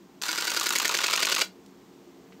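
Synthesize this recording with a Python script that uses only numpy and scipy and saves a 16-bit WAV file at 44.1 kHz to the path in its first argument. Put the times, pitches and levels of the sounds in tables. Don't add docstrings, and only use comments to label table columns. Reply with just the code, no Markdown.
import sys
import numpy as np
from scipy import signal
from scipy.fft import rfft, irfft
from scipy.io import wavfile
from scipy.ndimage import uniform_filter1d

SR = 44100
rng = np.random.default_rng(int(sys.argv[2]) if len(sys.argv) > 2 else 0)


def unload_wav(signal):
    wavfile.write(
        sys.argv[1],
        SR,
        np.round(np.clip(np.atleast_2d(signal).T, -1, 1) * 32767).astype(np.int16),
    )


N = 105840
FIRST_S, FRAME_S, FRAMES = .2141, .09397, 13
ATTACK_S = .0003


# start_s, far_db, turned_db, near_db, t60_s, mid_db, treble_db, top_db
IMPACTS = [(0.0023, 4, 1.5, 5.5, 0.013, -7, -3, -5.5), (0.0075, 3.5, 2.5, 3, 0.009, -2.5, 8.5, 9),
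           (0.0211, 7, 6, 5, 0.022, -4, -3, 0), (0.0229, -7, -1, -2, 0.02, 12.5, 0, -13),
           (0.0267, -7, -2, 2, 0.0184, -2, -15, -32), (0.0389, -3, -1, -0.5, 0.0415, -5.5, -2.5, -5),
           (0.0427, -2.5, -3, -5, 0.0125, 5, 7, 8.5), (0.0466, -3, -4.5, -2, 0.0217, 4.5, -7.5, 10.5),
           (0.0502, 2.5, -3, 2, 0.0137, 1, 4, 2.5), (0.052, -7.5, -1, -5, 0.01566, 7, 1.5, 1.5),
           (0.0593, -2.5, -4.5, 0, 0.0352, -12, -2, -10), (0.069, 4, 2.5, 2.5, 0.028, -2, 1, 1.5),
           (0.0729, 1, 1, 2.5, 0.0089, 0.5, 3, 0.5), (0.0739, -4, -2, 3, 0.01985, 6.5, 1.5, -6),
           (0.0754, -1.5, -0.5, 1.5, 0.0256, -5.5, 0.5, -1.5), (0.0776, 4.5, 6.5, 5, 0.028, -4, -2.5, 2)]
# frequency_hz, level_db
HOUSING_SPECTRUM = [(60, -40.5), (200, -10.5), (400, -5), (560, -7.5), (740, -10.5), (950, -2),
                    (1500, -0.5), (1800, -1.5), (2700, 1), (3300, 0), (4600, 1), (5400, -2), (7200, -3),
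                    (8500, -7.5), (10000, -14.5), (11300, -15), (12700, -12), (15500, -19)]

def impact(start_s, far_db, turned_db, near_db, t60, mid_db, treble_db, top_db, size=4096):
    t = np.arange(size) / SR
    alike, top_t60_share = .85, .836
    snap = undb(top_db - 10.5) * fade(t, t60=.001263)
    envelope = np.minimum(t / ATTACK_S, 1) * fade(t, t60) + snap
    top_envelope = fade(t, t60 * top_t60_share) / np.sqrt(top_t60_share)
    same = fade(t, t60=.07)
    cracks, grain = np.zeros(N), rng.standard_normal(size)
    for frame in range(FRAMES):
        grain = alike * grain + np.sqrt(1 - alike ** 2) * rng.standard_normal(size)
        noise = same * grain + np.sqrt(1 - same ** 2) * rng.standard_normal(size)
        top = band(noise, 12500, octaves=.55)
        ring = flatten((noise - top) * envelope + top * top_envelope) * np.linalg.norm(envelope)
        force = undb(pose_db(frame, far_db, turned_db, near_db) + .4 * rng.standard_normal())
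        jitter_s = .0001 * rng.standard_normal()
        add(cracks, FIRST_S + frame * FRAME_S + start_s + jitter_s, force * ring)
    tilt = [(600, 0), (900, mid_db), (1300, mid_db), (2300, 0), (4200, 0),
            (7000, treble_db), (9000, treble_db), (12500, top_db)]
    return colour(cracks, lambda f: curve(HOUSING_SPECTRUM, f) + curve(tilt, f))


# start_s, pitch_hz, far_db, turned_db, near_db
PART_NOTES = [(.0023, 2590, -6, -22, -2), (.0023, 6480, -7.5, -18, -31.5), (.0075, 1415, -7.5, -11.5, -24),
              (.0075, 6470, -15, -2, -7), (0.0222, 1240, -6, -7.5, -16), (0.0212, 2850, -9.5, -15, -6.5),
              (0.0207, 4170, -2.5, -14, -16), (0.0267, 1449, -7.5, -6, -5.5),
              (0.0266, 1165, -20.5, -7, -10), (0.0389, 1110, -11, -9, -6), (.0388, 3730, -14, -8.5, -8),
              (0.0463, 1130, -17.5, -5, -9), (.0516, 1465, -3, -5, -7.5), (.0738, 1766, -37.5, 0, -22.5),
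              (0.0737, 2250, -4.5, -0.5, -5), (0.0776, 4669, 1, -27.5, -1)]

def ringing_parts(t60=.018):
    return sum(struck_mode(start_s, hz, t60, *levels) for start_s, hz, *levels in PART_NOTES)


# pitch_hz, t60_s, far_db, turned_db, near_db
BODY_MODES = [(331.57, 0.1293, -17, -17, -22.5), (643, 0.036, -32, -20, -10.5),
              (951.5, 0.2303, -17.5, -29.5, -30.5), (1448.2, 0.0384, 2, -4.5, 0)]

def mirror_slap(start_s=.0735):
    return sum(struck_mode(start_s, *mode, rise_s=.00253) for mode in BODY_MODES)


def struck_mode(start_s, hz, t60, far_db, turned_db, near_db, rise_s=ATTACK_S):
    out, t, phase = np.zeros(N), np.arange(8192) / SR, rng.random()
    envelope = np.minimum(t / rise_s, 1) * fade(t, t60)
    for frame in range(FRAMES):
        pitch_hz = hz * (1 + .018 * rng.standard_normal())
        force = undb(pose_db(frame, far_db, turned_db, near_db))
        tone = np.sin(2 * np.pi * (pitch_hz * t + phase))
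        add(out, FIRST_S + frame * FRAME_S + start_s, force * envelope * tone)
    return out


def whirr(start_s=.034, length_s=.05756, from_hz=430, to_hz=690.5):
    out, progress = np.zeros(N), np.linspace(0, 1, int(length_s * SR))
    cycles = np.cumsum(from_hz + (to_hz - from_hz) * progress) / SR
    for frame in range(FRAMES):
        glide = np.sin(np.pi * progress) * np.sin(2 * np.pi * (cycles + rng.random()))
        add(out, FIRST_S + frame * FRAME_S + start_s, undb(-38.5 + 1.6118 * frame) * glide)
    return out


def gears(end_s=1.425):
    t = np.arange(N) / SR
    running = (t > FIRST_S + IMPACTS[0][0]) & (t < end_s)
    return undb(-22) * colour(rng.standard_normal(N) * running, lambda f: curve(HOUSING_SPECTRUM, f))


def radiate(x, gain_db=-20.5, low_cut_hz=170):
    return undb(gain_db) * signal.sosfilt(signal.butter(2, low_cut_hz, "high", fs=SR, output="sos"), x)


POSE_FRAMES = [3, 4.7, 7, 8.5]

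def pose_db(frame, far_db, turned_db, near_db):
    return np.interp(frame, POSE_FRAMES, [far_db, turned_db, turned_db, near_db])


# time_s, gain_db, presence_db, top_db
APPROACH = [(.25, -2, -2.5, -3), (0.518, 0.5, -4.5, -1.5), (0.744, 2.55, -0.5, 3), (1.0, 2.34, 0.5, -5.5),
            (1.181, 2.36, 2, -1.5), (1.4, 3.5, 1.5, -2.5)]

def approach(x):
    times, *columns = np.array(APPROACH).T
    gain, presence, top = (undb(np.interp(np.arange(N) / SR, times, db)) for db in columns)
    return gain * (x + (presence - 1) * band(x, 2550, .3) + (top - 1) * band(x, 12000, .5))


# start_s, relative_db, centre_hz, width_octaves, t60_s
HANDLING_TICKS = [(1.662, -54, 4700, 0.81, 0.022), (2.323, -54.5, 1750, 0.87, 0.072)]

def handling(size=8192):
    out, t = np.zeros(N), np.arange(size) / SR
    for start_s, db, hz, octaves, t60 in HANDLING_TICKS:
        noise = unit(band(rng.standard_normal(size), hz, octaves))
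        add(out, start_s, undb(db) * noise * fade(t, t60))
    return out


def room(x, tail_db=-6.5, delay_s=.003, echo_s=.025, echo_db=-19.5, change_s=.3, size=16384):
    t, out = np.arange(size) / SR, np.zeros(N)
    onset = np.clip(t / delay_s - 1, 0, 1)
    for centre_s in np.arange(0, N / SR + change_s, change_s):
        noise = rng.standard_normal(size)
        top = band(noise, 12000, octaves=.8)
        tail = ((noise - top) * fade(t, t60=.165) + top * fade(t, t60=.15)) * onset
        response = undb(tail_db) * tail / np.linalg.norm(tail)
        add(response, echo_s, undb([echo_db]))
        crossfade = np.maximum(1 - np.abs(np.arange(N) / SR - centre_s) / change_s, 0)
        out += signal.fftconvolve(x * np.sqrt(crossfade), response)[:N]
    return out


# frequency_hz, relative_db
AIR_SPECTRUM = [(30, -71), (52, -16.5), (95, -19.5), (160, -5), (420, -4), (520, -13.5), (1000, -14.5),
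                (1400, -21.5), (3800, -26.5), (7000, -28.5), (8500, -33.5), (9800, -42), (13000, -34.5),
                (15500, -36)]
# centre_hz, width_hz, level_db
FAN_RESONANCES = [(190.9, 14.8, -61.5), (274.14, 9.1, -61.5), (353.2, 18.7, -60), (455.7, 4.13, -66)]

def ventilation(air_db=-54.5, rise_db_per_s=.62):
    air = undb(air_db) * unit(colour(rng.standard_normal(N), lambda f: curve(AIR_SPECTRUM, f)))
    fan = sum(undb(db) * unit(band(rng.standard_normal(N), hz, width / hz))
              for hz, width, db in FAN_RESONANCES)
    t = np.arange(N) / SR
    return (air + fan) * undb(rise_db_per_s * (t - t.mean()))


def undb(db):
    return 10 ** (np.asarray(db) / 20)


def unit(x):
    return x / np.sqrt(np.mean(x ** 2))


def fade(t, t60):
    return np.exp(-np.log(1000) * t / t60)


def add(out, start_s, x):
    i = int(start_s * SR)
    out[i:i + len(x)] += x[:len(out) - i]


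def curve(points, hz):
    f, db = np.array(points, float).T
    return np.interp(np.log(hz + 1), np.log(f), db)


def colour(x, db_at, size=4096):
    cepstrum = irfft(np.log(undb(db_at(np.fft.rfftfreq(size, 1 / SR)))))
    cepstrum[1:size // 2] *= 2
    cepstrum[size // 2 + 1:] = 0
    return signal.fftconvolve(x, irfft(np.exp(rfft(cepstrum))))[:len(x)]


def band(x, hz, octaves):
    f = np.fft.rfftfreq(len(x), 1 / SR) + 1
    return irfft(rfft(x) * np.exp(-.5 * (np.log2(f / hz) / octaves) ** 2), len(x))


def flatten(x, width_hz=1500):
    power = uniform_filter1d(np.abs(rfft(x)) ** 2, int(width_hz * len(x) / SR))
    return colour(x, lambda f: -10 * np.log10(power), size=len(x))


def scene():
    notes = ringing_parts()
    impacts = sum(impact(*row) for row in IMPACTS)
    clatter = radiate(impacts + notes + gears()) + handling()
    body = radiate(mirror_slap() + whirr())
    return (approach(clatter) + body + room(clatter + body) + ventilation())[None]


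def record(dry, top_hz=15700):
    return signal.sosfilt(signal.ellip(10, .2, 70, top_hz, fs=SR, output="sos"), dry)


dry = scene()
out = record(dry)
unload_wav(out)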